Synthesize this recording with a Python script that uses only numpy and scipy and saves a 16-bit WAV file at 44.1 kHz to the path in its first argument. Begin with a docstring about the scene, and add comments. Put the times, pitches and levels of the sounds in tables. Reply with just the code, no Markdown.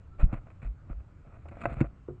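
"""On a wooden dock at night, two animals scuffle close to a small camera standing on the boards.
Paws knock: each blow rings the planks and adds a gritty crack, and one blow rings a farther beam.
Claws and fur scrape: bursts of tiny random slips, coloured by the wood.
The deck sways in low gliding tones and once jolts the camera; there is also one thin squeak.
Behind this lie patchy background noise, a faint rumble and a very faint hiss, all filtered or plain noise."""
import sys
import numpy as np
from scipy import signal
from scipy.io import wavfile
from scipy.ndimage import uniform_filter1d

SR = 44100
rng = np.random.default_rng(int(sys.argv[2]) if len(sys.argv) > 2 else 0)


def generate_wav(sig):
    """Save sig (samples, or channels by samples) to the path in sys.argv[1] as 16-bit PCM at SR."""
    pcm = np.round(np.clip(np.atleast_2d(sig).T, -1, 1) * 32767).astype(np.int16)
    wavfile.write(sys.argv[1], SR, pcm)


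def elevation(decibels):
    """Turn decibel levels (scalar or array-like) into linear amplitude ratios."""
    levels = np.asarray(decibels, float)
    return 10 ** (levels / 20)


N = 97020  # length in samples

# Colour of the background noise. Each row: frequency in Hz, relative level in dB per Hz.
BACKGROUND_COLOUR = [(15, -20), (60, -2), (107, -3), (150, -18), (300, -26), (460, -29), (890, -36),
                     (1330, -32), (1700, -41), (2500, -44), (3300, -53), (5000, -58), (6300, -59),
                     (7200, -56), (8500, -63), (9700, -78)]
BACKGROUND_DB, PATCH_DB = -51, 1.5  # overall level, and how unevenly it flickers
# Level of the low rumble in the deck. Each row: time in seconds, level in dB.
RUMBLE_LEVEL = [(0.0, -63), (0.14, -59.5), (0.25, -49), (0.69, -69), (1.07, -57.5), (1.43, -59.5),
                (1.53, -54.5), (1.68, -40.5), (1.83, -52.5), (2.07, -62.5), (2.2, -60.5)]
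# Colour of the rumble. Each row: frequency in Hz, relative level in dB per Hz.
RUMBLE_COLOUR = [(15, -20), (40, 0), (110, -2), (200, -10), (320, -15), (500, -30), (1500, -45),
                 (3500, -90)]
HISS_DB = -99

# Sways of the deck. Each row: start in seconds, length in seconds, level in dB, first Hz, last Hz.
SWAYS = [(0.189, 0.062, -28.5, 23.5, 25.2), (0.279, 0.046, -31.5, 45.6, 44.6),
         (0.328, 0.09, -33.5, 27.3, 29.8), (0.648, 0.095, -27.5, 37.2, 59.6), (.905, 0.038, -30, 41, 40.3),
         (0.936, 0.097, -34, 39.7, 76.7), (1.43, 0.14, -42.5, 71.4, 95), (1.665, 0.028, -31, 116, 130),
         (1.71, 0.046, -32.5, 55, 60), (1.76, 0.16, -32, 45.7, 54)]
# A thin squeak, in one row: start in seconds, length in seconds, level in dB, first Hz, last Hz.
SQUEAK = (.105, .09, -63, 1325, 1350)
SWAY_SOFT = 0.92  # larger = gentler start and end
SWAY_PEAK = 0.33  # share of the length at which a sway or the squeak is strongest

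# The jolt of the camera: a push held for a moment, then a longer, weaker rebound.
JOLT_S, JOLT_DB = 0.2305, -9
HOLD_MS, REBOUND_MS, EDGE_MS = 10, 21, 4.5
REBOUND_SHARE = 0.42  # strength of the rebound as a share of the push
SAG_HZ = 9  # the microphone lets slow pushes sag below about this frequency

# Claws and fur dragged over wood.
# Each row: start in seconds, length in seconds, first level in dB, last level in dB, extra treble in dB
# (before the shares in TREBLE_SHARE).
SCUFFS = [(0.181, .019, -60.5, -44.5, -4), (0.197, .031, -39.5, -45.5, -3), (.228, 0.03, -54.5, -59, -0.5),
          (0.233, 0.007, -57, -55, 9.5), (0.263, 0.081, -62.5, -51.5, -10.5), (0.325, 0.068, -46, -58, -5),
          (0.412, 0.032, -60, -70, -18), (0.463, 0.027, -62, -57, -11), (0.5, 0.024, -55, -65.5, -0.5),
          (0.616, 0.0354, -54, -59, 0.5), (0.648, 0.033, -59.5, -56.5, 2), (0.775, 0.14, -79, -69, -5),
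          (.895, 0.037, -55.5, -52, -9.5), (0.997, 0.014, -63, -65.5, 0), (1.079, 0.063, -70, -77, -14),
          (1.244, 0.13, -66, -57.5, -6), (1.381, 0.074, -68, -70.5, 0), (1.456, 0.029, -53, -59, -21),
          (1.485, 0.0081, -52, -62, 8.5), (1.512, 0.047, -51.5, -59.5, -5),
          (1.556, 0.0503, -62, -52.5, -0.5), (1.606, 0.0082, -50.5, -45, 3.5),
          (1.614, 0.015, -41, -45, 0.5), (1.63, 0.0114, -47, -57.5, -2.5), (1.635, 0.024, -40.5, -51, -2.5),
          (1.665, .035, -46.5, -47.5, -7.5), (1.695, 0.048, -48, -45.5, -3),
          (1.729, 0.021, -58.5, -64.5, 12.5), (1.751, .062, -57, -46, -2), (1.804, 0.014, -39, -44, -0.5),
          (1.815, 0.037, -45.5, -48.5, -9), (1.856, 0.016, -47.5, -59, -3), (1.874, 0.038, -69.5, -68, -27),
          (2.079, 0.036, -51.5, -62, -20)]
SCUFF_EDGE_MS = 1.2
GRAINS_PER_S, GRAIN_SPREAD_DB, CLUMP_DB = 3000, 0.5, 0.5  # slips, their unevenness, their clumping
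RING_DB = -5  # plank ringing in a scuff, next to its direct sound
# Colour of scrapes and cracks. Each row: frequency in Hz, relative level in dB per Hz.
GRIT_COLOUR = [(100, -12), (300, -5), (550, -2), (720, 2), (900, -6), (1350, 0), (1750, -10), (2000, -7),
               (2550, -6), (3100, -24), (3600, -25), (4400, -31), (5100, -42), (6400, -48), (6900, -30),
               (9000, -37), (9800, -70)]
# How much of the extra treble reaches each pitch. Each row: frequency in Hz, share of the extra treble.
TREBLE_SHARE = [(900, 0.22), (1300, 0.42), (2600, 1.32), (3600, 1.4), (6000, 1.75)]

# Paw blows on the planks.
# Each row: time in seconds, level in dB, contact time in milliseconds, level of the crack in dB.
KNOCKS = [(0.329, -23, 5.66, -42), (.339, -28, 5.87, -37.5), (.470, -44.5, 0.94, -55),
          (.628, -35.5, 7.1, -47), (.662, -44, 5, -72), (.899, -34, 5.1, -58.5), (1.268, -44.5, 6.9, -84),
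          (1.456, -42.5, 1.4, -54), (1.487, -54, 2.1, -45), (1.516, -39.5, 3, -64),
          (1.570, -36.5, 1.15, -51), (1.6555, -12.5, 0.79, -30), (1.719, -31.5, 5.9, -58),
          (1.768, -28, 8.1, -45), (1.805, -30, 3.2, -39.5), (1.8108, -10.5, 4.31, -30),
          (1.843, -29, 2.5, -52.5)]
# Ringing tones of the planks. Each row: frequency in Hz, relative level in dB, time to fade 60 dB in seconds.
PLANK = [(140.7, 6, 0.065), (242, 3, 0.04), (328.2, 3, 0.049), (581, 5, 0.042), (688, 0.5, 0.087),
         (790, 4, 0.016), (982, -5, 0.021), (1320, -2, 0.017), (1520, -0.5, .025), (1970, -1, .02),
         (2320, -4, 0.021), (2580, 2.5, .02)]
CRACK_T60_S, CRACK_TREBLE_DB = 0.035, -3  # time to fade 60 dB, and extra treble before the shares
# A blow on a farther beam, in one row: time in seconds, level in dB, contact time in milliseconds.
BEAM_BLOW = (2.0855, -27, 2.1)
# Ringing tones of the beam. 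Each row: frequency in Hz, relative level in dB, time to fade 60 dB in seconds.
BEAM = [(141.2, -2, 0.37), (254, -12, 0.31), (360.3, -1.5, 0.2), (404.5, -6, 0.16), (493, -10, 0.14),
        (438, -1.5, 0.042), (544, -11, .04), (733, -19.5, 0.15), (1080, -9.5, 0.053), (1226, 7.5, .06),
        (1400, -3, .08)]


def evened(x):
    """Scales a sound to an average (rms) strength of 1."""
    return x / np.sqrt(np.mean(x ** 2) + 1e-20)


def read(points, hz):
    """Reads a table between its rows, on a log-frequency axis as the ear hears pitch."""
    table_hz, value = np.transpose(points)
    return np.interp(np.log(hz + 1), np.log(table_hz + 1), value)


def level(curve):
    """Turns a table of times and dB into a gain for every sample."""
    return elevation(np.interp(np.arange(N) / SR, *np.transpose(curve)))


def add(mix, start_s, sound):
    """Mixes a sound in at the given time."""
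    part = mix[round(start_s * SR):][:len(sound)]
    part += sound[:len(part)]


def coloured(x, points):
    """Filters a sound to the given colour, with no sound ahead of its cause (minimum phase)."""
    colour_db = np.maximum(read(points, np.fft.rfftfreq(8192, 1 / SR)), -100)
    half = np.log(elevation(colour_db))
    both_halves = np.r_[half, half[-2:0:-1]]
    spectrum = np.exp(np.conj(signal.hilbert(both_halves)))
    response = np.fft.ifft(spectrum).real[:4096]
    return signal.oaconvolve(x, response)[:len(x)]


def brightened(treble_db):
    """The grit colour with its treble lifted, or dulled if treble_db is negative."""
    return [(hz, db + treble_db * read(TREBLE_SHARE, hz)) for hz, db in GRIT_COLOUR]


def ring(modes):
    """One sharp tap on wood: each of its tones dies away at its own rate."""
    t = np.arange(SR // 3) / SR
    return sum(elevation(db - 60 * t / t60) * np.sin(2 * np.pi * hz * t) for hz, db, t60 in modes)


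def glide(length_s, db, first_hz, last_hz):
    """A tone that swells and fades while its pitch glides."""
    u = np.arange(0, 1, 1 / (length_s * SR))
    warped = u ** (np.log(0.5) / np.log(SWAY_PEAK))  # puts the peak at SWAY_PEAK
    shape = np.sin(np.pi * warped) ** SWAY_SOFT
    hz = first_hz + (last_hz - first_hz) * u
    return elevation(db) * shape * np.sin(2 * np.pi * np.cumsum(hz) / SR)


def background():
    """Noise whose strength varies in random patches over time and pitch."""
    frames, hz = N // 256 + 5, np.fft.rfftfreq(1024, 1 / SR)
    real, imaginary, patches = rng.standard_normal((frames, 513, 3)).T
    patches = uniform_filter1d(patches, 10, 0)  # smooth over pitch
    patches = evened(uniform_filter1d(patches, 10, 1))  # smooth over time
    gain = elevation(read(BACKGROUND_COLOUR, hz)[:, None] + PATCH_DB * patches)
    noise = signal.istft((real + 1j * imaginary) * gain, nperseg=1024, noverlap=768)[1][:N]
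    return elevation(BACKGROUND_DB) * evened(noise)


def rumble():
    """Low noise carried by the deck, rising and falling in level."""
    return level(RUMBLE_LEVEL) * evened(coloured(rng.standard_normal(N), RUMBLE_COLOUR))


def hiss():
    """Electronic hiss: plain white noise."""
    return elevation(HISS_DB) * rng.standard_normal(N)


def sways():
    """The deck sways: each sway is a low tone that glides."""
    out = np.zeros(N)
    for start_s, *settings in SWAYS:
        add(out, start_s, glide(*settings))
    return out


def squeak():
    """One thin squeak: a faint, higher gliding tone."""
    out = np.zeros(N)
    add(out, SQUEAK[0], glide(*SQUEAK[1:]))
    return out


def jolt():
    """The camera is pushed and rebounds; the microphone lets both sag (a high-pass filter)."""
    out = np.zeros(N)
    step_ms = np.array([[0], [HOLD_MS], [HOLD_MS + REBOUND_MS]])
    ms = np.arange(SR // 4) * 1000 / SR - step_ms
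    rise, fall, settle = np.sin(np.pi / 2 * np.clip(ms / EDGE_MS, 0, 1)) ** 2
    push = rise - (1 + REBOUND_SHARE) * fall + REBOUND_SHARE * settle
    sagging = signal.lfilter([1, -1], [1, -np.exp(-2 * np.pi * SAG_HZ / SR)], push)
    add(out, JOLT_S, elevation(JOLT_DB) * sagging)
    return out


def slips():
    """Claws catch and slip: dense tiny clicks of uneven size, in clumps."""
    spread = np.minimum(rng.exponential(1, N), 4)
    size = elevation(GRAIN_SPREAD_DB * spread) * rng.standard_normal(N)
    clumps = elevation(CLUMP_DB * evened(uniform_filter1d(rng.standard_normal(N), 250)))
    happens = rng.random(N) < GRAINS_PER_S / SR
    return evened(size * happens * clumps)


def scrapes():
    """Each scuff lets a stretch of slips through, heard directly and through the ringing planks."""
    grains = slips()
    out, click = np.zeros(N), np.r_[1, np.zeros(4095)]
    for start_s, length_s, first_db, last_db, treble_db in SCUFFS:
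        t = np.arange(0, length_s, 1 / SR)
        edges = np.minimum(np.minimum(t, length_s - t) * 1000 / SCUFF_EDGE_MS, 1)
        shape = edges * elevation(first_db + (last_db - first_db) * t / length_s)
        colour = brightened(treble_db)
        direct = evened(coloured(click, colour))
        ringing = evened(coloured(ring(PLANK)[:len(click)], colour))
        wood = direct + elevation(RING_DB) * ringing
        wood = wood / np.linalg.norm(wood)
        piece = evened(grains[round(start_s * SR):][:len(t)])
        add(out, start_s, signal.fftconvolve(shape * piece, wood))
    return out


def blow(modes, db, contact_ms):
    """A soft push and rebound rings the wood; a longer contact gives a duller knock."""
    u = np.arange(0, 1, 1000 / (max(contact_ms, 0.3) * SR))
    force = np.sin(2 * np.pi * u) * np.sin(np.pi * u)
    sound = -signal.fftconvolve(ring(modes), force)
    return elevation(db) * sound / abs(sound).max()


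def crack(db):
    """The gritty crack of a blow: coloured noise that starts fast and dies away."""
    t = np.arange(SR // 10) / SR
    grit = evened(coloured(rng.standard_normal(len(t)), brightened(CRACK_TREBLE_DB)))
    return elevation(db - 60 * t / CRACK_T60_S) * np.minimum(t / 0.001, 1) * grit


def knocks():
    """Paw blows ring and crack the planks; one more blow rings a farther beam."""
    out = np.zeros(N)
    for start_s, db, contact_ms, crack_db in KNOCKS:
        add(out, start_s, blow(PLANK, db, contact_ms))
        add(out, start_s, crack(crack_db))
    add(out, BEAM_BLOW[0], blow(BEAM, *BEAM_BLOW[1:]))
    return out


def scene():
    """All sources add up at the one microphone."""
    behind = background() + rumble() + hiss()
    deck = sways() + squeak() + jolt()
    return (behind + deck + scrapes() + knocks())[None]


def roll_off(x):
    """The treble ends steeply here."""
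    return signal.sosfilt(signal.butter(12, 9750, fs=SR, output="sos"), x)


def record(dry):
    """The camera takes in the finished mix."""
    return roll_off(dry)


dry = scene()
out = record(dry)
generate_wav(out)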